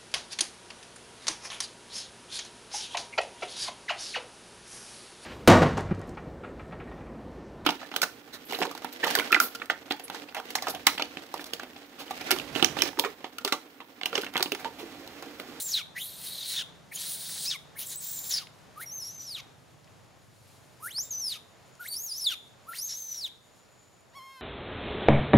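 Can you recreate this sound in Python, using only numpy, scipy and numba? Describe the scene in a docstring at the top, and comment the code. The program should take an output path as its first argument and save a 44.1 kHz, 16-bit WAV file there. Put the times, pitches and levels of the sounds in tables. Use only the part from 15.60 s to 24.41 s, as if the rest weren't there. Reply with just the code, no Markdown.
"""A young monkey on a branch a few metres off screams eight times and begins a soft coo, in a forest.
From the first scream its folds whistle in a high register that glides, breaks into rasp and doubles
its period as breath runs out; the coo at the end is a clear stack of partials from pursed lips.
Throughout, trunks scatter the near sounds back as fading noise, over distant traffic, leaf rustle and
an insect band made of noise, brief noise ticks of twigs and claws, and an idling engine's ringing puffs."""
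import sys
import numpy as np
from scipy import signal
from scipy.fft import rfft, irfft
from scipy.io import wavfile
from scipy.ndimage import uniform_filter1d
from numba import njit

SR = 44100
rng = np.random.default_rng(int(sys.argv[2]) if len(sys.argv) > 2 else 0)


def bounce(signal):
    """Save signal as a 16-bit WAV file at the path given by the first command-line argument."""
    frames = np.transpose(np.atleast_2d(signal))
    limited = np.clip(frames, -1, 1)
    pcm = np.round(limited * 32767).astype(np.int16)
    wavfile.write(sys.argv[1], SR, pcm)


N = 388521
T = np.arange(N) / SR  # seconds
TOP_HZ = 15750  # upper limit of the recorder and of the overtones

# The path of each scream, one list per scream. Each row: time in seconds, pitch in Hz,
# whistle effort in dB before the throat colours it, throat rasp in dB before the cavities are mixed.
SCREAMS = [
    [(0.0, 7600, -46, -38), (.038, 7380, -35, -40), (.069, 7400, -29, -34.5), (.105, 6600, -45, -28),
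     (.125, 5530, -33, -28.5), (.15, 3776, -31, -30), (.172, 3850, -35, -28), (.19, 3050, -38, -29),
     (.22, 2184, -37.5, -42)],
    [(.345, 1590, -71, -72), (.36, 1900, -41, -47), (.384, 2170, -32, -41), (.402, 3130, -42, -45),
     (.44, 3895, -51.5, -50.5), (.606, 4025, -64, -46.5), (.74, 3993, -50.5, -45.5),
     (.92, 4094, -45, -34.5), (.972, 3710, -41.5, -34.5), (1.01, 3320, -40, -30), (1.03, 2672, -39, -43)],
    [(1.305, 1826, -66, -76), (1.329, 2244, -41, -52), (1.353, 3565, -69, -41), (1.373, 3050, -38, -36),
     (1.39, 3600, -62, -37), (1.533, 3890, -63, -40), (1.842, 4460, -49, -38.5), (1.875, 4950, -34.5, -33),
     (1.887, 5400, -34.5, -37), (1.9, 5250, -37, -26), (1.909, 3700, -37.5, -27.5), (1.928, 3450, -38, -29),
     (1.946, 2394, -35, -33), (1.964, 2040, -43, -46)],
    [(2.155, 1792, -47.5, -75), (2.19, 2470, -50, -43.5), (2.254, 3470, -55, -41), (2.262, 7490, -41, -44),
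     (2.35, 7620, -43, -39), (2.386, 8220, -33.5, -46), (2.43, 7400, -43, -34.5), (2.53, 7700, -40, -38.5),
     (2.58, 7150, -40, -36), (2.69, 7550, -40, -40), (2.712, 7000, -30.5, -26.5),
     (2.72, 5900, -33.5, -28.5), (2.75, 5255, -33.5, -29), (2.788, 4710, -36.5, -29.5),
     (2.797, 3000, -52, -37), (2.845, 1930, -76, -55)],
    [(3.158, 1126, -62, -71), (3.176, 1200, -46.5, -65), (3.2, 1347, -45, -55), (3.225, 2060, -45.5, -46),
     (3.244, 2200, -44, -62), (3.252, 2250, -74, -77), (3.259, 5770, -49, -75), (3.299, 5550, -46.5, -65),
     (3.335, 6420, -41, -56), (3.39, 6210, -41, -52), (3.428, 5110, -39, -42), (3.458, 5750, -44, -39),
     (3.482, 5470, -42, -41), (3.512, 6110, -46.5, -43), (3.575, 6280, -50.5, -50),
     (3.605, 5860, -43.5, -41.5), (3.641, 6070, -50, -40), (3.686, 5320, -43, -42), (3.743, 4140, -44, -47),
     (3.779, 2583, -39.5, -39.5), (3.809, 2030, -53, -36)],
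    [(5.195, 860, -68, -72), (5.22, 1130, -57, -73), (5.229, 1235, -43.5, -73), (5.267, 1486, -41, -59),
     (5.291, 2130, -43.5, -53), (5.333, 4010, -59, -50), (5.36, 4430, -38, -50), (5.395, 5620, -31.5, -48),
     (5.423, 6820, -32.5, -49), (5.438, 7340, -36.5, -41), (5.502, 7400, -55, -43),
     (5.507, 6640, -33.5, -42), (5.532, 6070, -40, -39), (5.576, 5970, -37.5, -48), (5.6, 6300, -34.5, -40),
     (5.627, 5620, -38, -48), (5.678, 5070, -36, -44), (5.717, 4060, -42, -38.5), (5.753, 2626, -44, -37.5),
     (5.778, 2380, -50, -46)],
    [(6.195, 1320, -49, -75), (6.209, 1483, -43, -58), (6.24, 1387, -50, -48), (6.265, 2046, -42, -50),
     (6.277, 3690, -55, -43), (6.302, 4680, -46, -66), (6.331, 4460, -40, -38), (6.355, 4720, -41.5, -41),
     (6.397, 6260, -40.5, -53), (6.44, 6800, -40, -49), (6.466, 6450, -43, -41), (6.495, 5200, -42, -42),
     (6.52, 4770, -37.5, -38), (6.572, 5510, -43.5, -41), (6.578, 6050, -42, -38), (6.589, 6150, -44, -38),
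     (6.613, 5140, -42, -37), (6.634, 5460, -36.5, -39), (6.673, 3580, -28.5, -44),
     (6.712, 3100, -38, -29.5), (6.746, 2354, -39, -36)],
    [(7.055, 929, -74, -79), (7.088, 1339, -42.5, -66), (7.127, 1384, -45, -47), (7.151, 2625, -40.5, -46),
     (7.169, 3910, -68, -38), (7.19, 4790, -43.5, -35), (7.241, 6390, -38.5, -44), (7.277, 6490, -37, -40),
     (7.295, 5700, -44, -32.5), (7.328, 5360, -38, -32.5), (7.37, 6420, -43, -44),
     (7.541, 5930, -42.5, -41), (7.598, 5430, -41, -46.5), (7.655, 3587, -38.5, -47),
     (7.682, 2566, -50, -38)],
]


def undb(db):
    """Decibels to gain."""
    return 10 ** (np.asarray(db) / 20)


def unit(x):
    """Scale to rms 1."""
    return x / np.sqrt(np.mean(x ** 2))


def columns(table):
    """Columns of a curve at every sample, the first column being seconds."""
    s, *cols = np.transpose(table)
    return [np.interp(T, s, c) for c in cols]


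def held(rows):
    """One row per scream, held from its start to its end and gliding in the gaps."""
    return columns([(call[i][0], *row) for call, row in zip(SCREAMS, rows) for i in (0, -1)])


def spans(edges, size):
    """1 inside a span of seconds, 0 outside, with edges softened over size samples."""
    return uniform_filter1d(1. * ((T >= edges[0]) & (T <= edges[1])), size=size)


def colour(table, hz):
    """Read a spectrum on a log-frequency axis."""
    f, v = np.transpose(table)
    return np.interp(np.log(hz), np.log(f), v)


@njit
def svf(x, hz, width):
    """State-variable band-pass with moving centre, gain 1 there."""
    y, b, l = np.empty(len(x)), 0., 0.
    for i in range(len(x)):
        g, k = np.tan(np.pi * hz[i] / SR), width / hz[i]
        v = (b + g * (x[i] - l)) / (1 + g * (g + k))
        b, l, y[i] = 2 * v - b, l + 2 * g * v, k * v
    return y


def band(x, hz, width):
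    """A steep resonance: the band-pass twice."""
    hz = hz + np.zeros(len(x))
    once = svf(x, hz, 1. * width)
    return svf(once, hz, 1. * width)


def walk(rate):
    """Random levels held 1 / rate s and slewed twice; spread 1."""
    k = max(int(SR / rate), 1)
    steps = np.repeat(rng.standard_normal(N // k + 1), k)
    slewed = uniform_filter1d(uniform_filter1d(steps, k), k)
    return unit(slewed[:N])


def monkey():
    """One pair of folds drives both a gliding whistle and a chaotic rasp; roughness shifts the balance."""
    # Level of the treble, one list per scream. Each row: time in seconds, reference level in dB.
    treble_rows = [
        [(0.0, -39.5), (0.096, -40), (0.134, -39.5), (0.202, -52), (0.22, -61)],
        [(0.345, -71), (0.381, -42.5), (0.435, -38), (0.509, -46.5), (0.839, -45.5), (0.893, -36.5),
         (1.003, -48), (1.03, -56)],
        [(1.305, -84), (1.321, -53.5), (1.361, -29), (1.369, -39.5), (1.619, -40.5), (1.653, -43), (1.867, -40),
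         (1.965, -51)],
        [(2.155, -62), (2.193, -39), (2.399, -47), (2.429, -38.5), (2.677, -41.5), (2.723, -35.5), (2.771, -42),
         (2.845, -70)],
        [(3.155, -79), (3.209, -46), (3.237, -41.5), (3.243, -58), (3.479, -46.5), (3.555, -68), (3.719, -49),
         (3.81, -64)],
        [(5.195, -77), (5.229, -47), (5.267, -37), (5.301, -52.5), (5.395, -43), (5.483, -67), (5.697, -40.5),
         (5.78, -60)],
        [(6.19, -66), (6.208, -55.5), (6.268, -46.5), (6.312, -38.5), (6.596, -47), (6.64, -38), (6.724, -50),
         (6.748, -70)],
        [(7.055, -94), (7.089, -52), (7.117, -54), (7.187, -39), (7.353, -51), (7.367, -46.5), (7.665, -52),
         (7.682, -51)],
    ]
    # What each scream keeps. Each row: overtones over treble in dB, teeth rasp over treble in dB,
    # mouth over pitch as a ratio, pocket of the open mouth in Hz, time to open in seconds.
    character = [(-7, 6, 1, 6700, .1), (-4, 1.5, 0.95, 12200, 0.25), (-3, 3, 1.13, 12150, 0.18),
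                 (0.5, 2.5, 1, 12740, 0.13), (-5.5, 4, 1.04, 8300, 0.11), (-4.5, 1.5, 1.02, 7480, 0.11),
                 (-1.5, 3, 1.03, 7100, 0.097), (-4, 2, 1.11, 10600, 0.45)]
    # Usual roughness of the folds in each scream, 0-1.
    usual_roughness = [.1, .53, .6, .2, .04, .03, .05, .17]
    # Spells of rougher or cleaner folds. Each row: start in seconds, end in seconds, roughness 0-1.
    spells = [(0, .035, .3), (.13, .19, .3), (1.0, 1.04, .3), (1.345, 1.388, .1), (1.865, 1.905, .1),
              (1.905, 1.945, .4), (1.945, 1.97, .14), (2.15, 2.34, .47), (2.35, 2.395, .09),
              (2.715, 2.795, .4), (2.8, 2.85, .08), (3.205, 3.255, .33), (6.24, 6.275, .35),
              (6.695, 6.715, .2), (7.05, 7.13, .03), (7.135, 7.172, .45), (7.185, 7.285, .05)]

    hz, effort_db, throat_db = columns(sum(SCREAMS, []))
    treble_db, = columns(sum(treble_rows, []))
    rich_db, bite_db, mouth_ratio, open_hz, open_s = held(character)
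    usual, = held([(r,) for r in usual_roughness])
    start, = held([(call[0][0],) for call in SCREAMS])
    change = sum((r - usual) * spans((begin, end), size=600) for begin, end, r in spells)
    rough = np.clip(usual + change, 0, 1)

    jump_hz_per_s = 210000  # the voice cuts out in a leap faster than this
    glide_speed = uniform_filter1d(np.gradient(hz) * SR, size=300)
    leap = np.exp(-(glide_speed / jump_hz_per_s) ** 4)
    hz = uniform_filter1d(hz, size=300)  # the folds cannot turn on a point
    lines = leap * whistle(hz, effort_db, treble_db, rich_db, rough)

    mouth_hz = np.maximum(mouth_ratio * hz, 3370)  # the floor is the narrowest mouth
    opening = np.clip((T - start) / open_s, 0, 1) ** 2.3
    pocket_hz = 7600 + (open_hz - 7600) * opening
    noise = rasp(hz, throat_db, treble_db + bite_db, mouth_hz, pocket_hz, rough)
    voiced = sum(spans((call[0][0], call[-1][0]), size=400) for call in SCREAMS)
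    return voiced * (lines + noise)


def whistle(hz, effort_db, treble_db, rich_db, rough):
    """Folds in a high register give a near-sine, richer when low, plus half-pitch lines as the period doubles."""
    # What the throat does to the whistle. Each row: frequency in Hz, gain in dB.
    line_colour = [(1200, 2), (2100, -1), (2650, -10), (3200, 1), (3650, 8), (4200, 2.75), (6500, 1.3),
                   (7500, -7)]
    # Relative strength of the overtones. Each row: frequency in Hz, gain in dB.
    overtone_colour = [(3000, -21), (6500, -11), (8000, -13.5), (10000, 0.5), (13000, 3), (15500, -6)]
    # Stretches of doubled period. Each row: start in seconds, end in seconds, half-pitch line in dB.
    doubling_rows = [(0.179, 0.221, -50), (0.974, 1.033, -52), (1.869, 1.9, -48.5), (1.91, 1.965, -52),
                     (2.793, 2.84, -56), (3.769, 3.809, -58.5), (5.448, 5.488, -59), (5.755, 5.78, -54),
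                     (6.699, 6.747, -53), (7.138, 7.188, -60)]

    # unsteady folds: pitch and strength shake more with roughness, which smears the line
    shake = .3 * rough ** 2 * walk(900) + .002 * walk(90)
    phase = 2 * np.pi * np.cumsum(hz * (1 + shake)) / SR
    shimmer = undb((2.03 + 3.3 * rough) * walk(260))
    line_db = effort_db + colour(line_colour, hz)

    # the low register snaps shut and is rich; the high one is nearly a sine
    tilt = np.clip((hz - 1600) / 500, 0, 4)
    gains = [undb(colour(overtone_colour, k * hz)) * k ** -tilt * (k * hz < TOP_HZ) for k in range(2, 14)]
    overtones = sum(g * undb(2.79 * walk(150)) * np.sin(k * phase + k ** 2)
                    for k, g in enumerate(gains, start=2))
    overtones = overtones / np.sqrt(sum(g ** 2 for g in gains) + 1e-6)
    least_db, rough_loss_db = -16.5, -24.5  # part that follows effort; change at full roughness
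    over_gain = undb(treble_db + rich_db) + undb(effort_db + least_db)
    over_gain = over_gain * undb(rough_loss_db * rough)

    doubling = sum(undb(db) * spans((begin, end), size=300) for begin, end, db in doubling_rows)
    half_pitch = np.sin(phase / 2) + 0.69 * np.sin(3 * phase / 2) + 0.49 * np.sin(5 * phase / 2)
    lines = undb(line_db) * np.sin(phase) + over_gain * overtones + doubling * half_pitch
    return np.sqrt(2) * shimmer * lines


def rasp(hz, low_db, high_db, mouth_hz, pocket_hz, rough):
    """Chaotic closure of the folds: dense uneven snaps ring the throat, mouth and teeth."""
    # Throat cavities. Each row: centre in Hz, width in Hz, relative level in dB.
    throat_rows = [(1900, 1500, -1), (3890, 1280, 10.5), (5460, 2600, 8), (6630, 1100, 3.5)]
    # Cavities at the teeth. Each row: centre in Hz, width in Hz, relative level in dB.
    teeth_rows = [(9400, 5000, -1.5), (12250, 3000, -9), (14800, 3500, -5.5)]

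    # the snaps come in flurries
    flurry = undb(2.0 * rng.exponential(size=N) + 0.5 * walk(250) + 1.7 * walk(25))

    def snaps():
        """Each cavity has its own turbulence, all in step with the flurries."""
        return flurry * rng.standard_normal(N)

    throat = sum(undb(db + 2.2 * walk(90)) * unit(band(snaps(), f, w)) for f, w, db in throat_rows)
    mouth = unit(band(snaps(), np.clip(mouth_hz, 2000, 7200), 3140))
    teeth = sum(undb(db + 1.5 * walk(60)) * unit(band(snaps(), f * (1 + 0.062 * walk(11)), w))
                for f, w, db in teeth_rows)
    # breath noise hugs the second partial
    octave = unit(band(snaps(), np.clip(2.16 * hz, 8500, 15000), 4600))

    harsh = np.clip(.12 + 1.7 * rough, 0, 1)  # a wide-open harsh scream rings the fixed cavities
    high = harsh * unit(teeth) + (1 - harsh) * 0.38 * octave
    high = high - 0.95 * svf(high, pocket_hz, 2040.0)  # a side pocket swallows this band
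    low = 0.53 * harsh * unit(throat) + 0.38 * undb(0.59 * walk(70)) * mouth
    # the rasp's lower band ends here
    low = signal.sosfilt(signal.butter(8, 7500, fs=SR, output="sos"), low)
    return undb(low_db) * low + undb(high_db) * high


def coo():
    """Lips pursed: a clear stack whose odd partials grow in as the period doubles."""
    # The closing coo. Each row: time in seconds, fundamental of the doubled period in Hz,
    # even partials in dB and odd partials in dB, both before colouring.
    coo_rows = [(8.525, 440, -73, -85), (8.54, 471, -62, -84), (8.556, 549, -52.5, -85),
                (8.575, 560, -47.5, -85), (8.6, 520, -53.5, -85), (8.635, 534.6, -53.5, -90),
                (8.69, 534, -52.5, -69), (8.73, 542, -54, -62), (8.81, 508, -57, -60)]
    # Colour of the pursed mouth. Each row: frequency in Hz, gain in dB.
    coo_colour = [(520, -15), (1060, 0), (2100, -4.5), (3200, -8.5), (5300, -13.5), (7500, -27),
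                  (10500, -20.5), (13500, -22)]

    hz, even_db, odd_db = columns(coo_rows)
    phase = 2 * np.pi * np.cumsum(hz * (1 + 0.0034 * walk(100))) / SR
    stack = np.zeros(N)
    for k in range(1, 27):
        partial_db = odd_db if k % 2 else even_db
        level_db = colour(coo_colour, k * hz) + partial_db + 1.5 * walk(25)
        stack += undb(level_db) * np.sin(k * phase + k ** 2)
    return np.sqrt(2) * spans((coo_rows[0][0], N / SR), size=400) * stack


def ticks():
    """Twigs and claws: each tick is a few milliseconds of noise round its centre."""
    # Each row: start in seconds, peak in dB, centre in Hz.
    tick_rows = [(2.870, -36.5, 2600), (3.622, -41, 7940), (4.244, -50, 4760), (4.275, -49, 2170),
                 (5.383, -39, 1200), (6.152, -48, 6050), (8.408, -55, 8450), (8.57, -45, 594)]
    out, t = np.zeros(N), T[:600]
    for (s, db, hz), noise in zip(tick_rows, rng.standard_normal((len(tick_rows), 600))):
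        tick = band(noise * np.exp(-t / 0.0033), hz, hz)
        i = int(s * SR)
        out[i:i + 600] += undb(db) * tick / np.abs(tick).max()
    return out


def trunks(x):
    """Trunks and leaves scatter the sound back as fading noise, unlike left and right."""
    # Each row: centre in Hz, width in Hz, energy of the returning tail in dB,
    # time to fade by 60 dB in seconds.
    trunk_rows = [(3570, 1060, -25.5, 0.5), (4000, 3300, -23.5, 0.17), (10800, 16400, -13.5, 0.3),
                  (1720, 3400, -20, 0.22)]
    t = T[:SR // 2]
    onset = np.clip(t / 0.00067, 0, 1)

    def tail():
        """One side's echo: bands of noise, each fading at its own pace."""
        total = np.zeros(len(t))
        for f, w, db, t60 in trunk_rows:
            noise = unit(band(rng.standard_normal(len(t)), f, w))
            fade = np.exp(-np.log(1000) * t / t60)
            total += undb(db) * noise * fade / np.sqrt(t60 * SR / 14)  # keeps the energy free of t60
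        return total * onset

    return np.array([signal.fftconvolve(x, tail())[:N] for _ in range(2)])


def forest():
    """Traffic wash, leaf rustle that flickers and an insect band that flutters, with the engine behind."""
    # Each row: time in seconds, then distant traffic, leaves and insect in dB before fixed trims.
    forest_rows = [(0, -63, -71.5, -81), (3, -64, -71, -88), (4.6, -66.5, -72, -77), (4.9, -67, -65.5, -78),
                   (5.4, -65.5, -71, -73.5), (8, -68.5, -72, -70.5), (8.81, -70.5, -75, -72)]
    # Spectrum of the distant traffic. Each row: frequency in Hz, relative level in dB per Hz.
    traffic_colour = [(18, -63), (30, -22), (107, -5), (228, -9.5), (337, -10.5), (643, -9), (1040, -13),
                      (4670, -25.5), (7400, -28), (9620, -68), (16300, -120)]
    # Spectrum of the leaf rustle. Each row: frequency in Hz, relative level in dB per Hz.
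    leaf_colour = [(2000, -5), (4000, 1), (7000, -3), (10000, -0.5), (13000, -6), (15500, -13)]

    traffic_db, leaves_db, insect_db = columns(forest_rows)
    traffic = unit(shaped(traffic_colour)) * undb(traffic_db + 8 + 1.01 * walk(8.9))
    rustle = unit(shaped([(500, -75.5)] + leaf_colour))  # next to nothing at 500 Hz and below
    leaves = rustle * undb(leaves_db + 2.5 + 1.0 * walk(28))
    chirr = unit(band(rng.standard_normal(N), 6982, 260))
    insect = chirr * undb(insect_db - 1.5 + 2.99 * walk(50))
    return traffic + leaves + insect + engine()


def shaped(table):
    """Stereo noise of a given spectrum, as alike left and right as the far field is."""
    # Each row: frequency in Hz, left-right likeness from 0 to 1.
    alike_rows = [(60, 0.092), (300, 0.3), (1400, 0.51), (6800, 0.77), (15000, 0.38)]
    # Each row: frequency in Hz, left minus right in dB.
    lean_rows = [(60, 7), (150, -0.5), (400, -2.5), (1500, 1)]
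    hz = np.maximum(np.arange(N // 2 + 1) * SR / N, 1)
    mid, side = rfft(rng.standard_normal((2, N)))
    alike = np.clip(colour(alike_rows, hz), 0, 1)
    lean = undb(colour(lean_rows, hz) / 2)
    mid, side = mid * np.sqrt(1 + alike), side * np.sqrt(1 - alike)
    pair = np.array([(mid + side) * lean, (mid - side) / lean])
    return irfft(undb(colour(table, hz)) * pair, N)


def engine():
    """A distant idling engine: uneven firings ring a shared beat under boom noise that differs left and right."""
    # Each row: time in seconds, boom centre in Hz, level in dB.
    engine_rows = [(0, 162, -62), (1.5, 162, -60.5), (3, 134.1, -61.5), (4.5, 114.7, -60.5),
                   (6, 114.7, -65), (8.81, 123.9, -73.5)]
    firing_hz = 24.77
    boom_hz, db = columns(engine_rows)
    cycle = np.cumsum(firing_hz * (1 + 0.04012 * walk(16))) / SR
    puffs = np.diff(np.floor(cycle), prepend=0) * undb(2 * walk(30))  # one click per firing
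    beat = unit(band(puffs, boom_hz, 70))
    # each side adds its own noise in the boom band to the shared beat
    sides = [unit(beat + 1.46 * unit(band(rng.standard_normal(N), boom_hz, 72))) for _ in range(2)]
    return undb(db) * np.array(sides)


def scene():
    """The monkey sits almost straight ahead, a touch louder on the left, with the forest around it."""
    near = monkey() + coo() + ticks()
    return near * undb([[.3], [-.3]]) + trunks(near) + forest()


def record(dry):
    """The recorder cuts the top with a steep low-pass."""
    return signal.sosfilt(signal.ellip(10, .2, 70, TOP_HZ, fs=SR, output="sos"), dry)


dry = scene()
out = record(dry)
bounce(out)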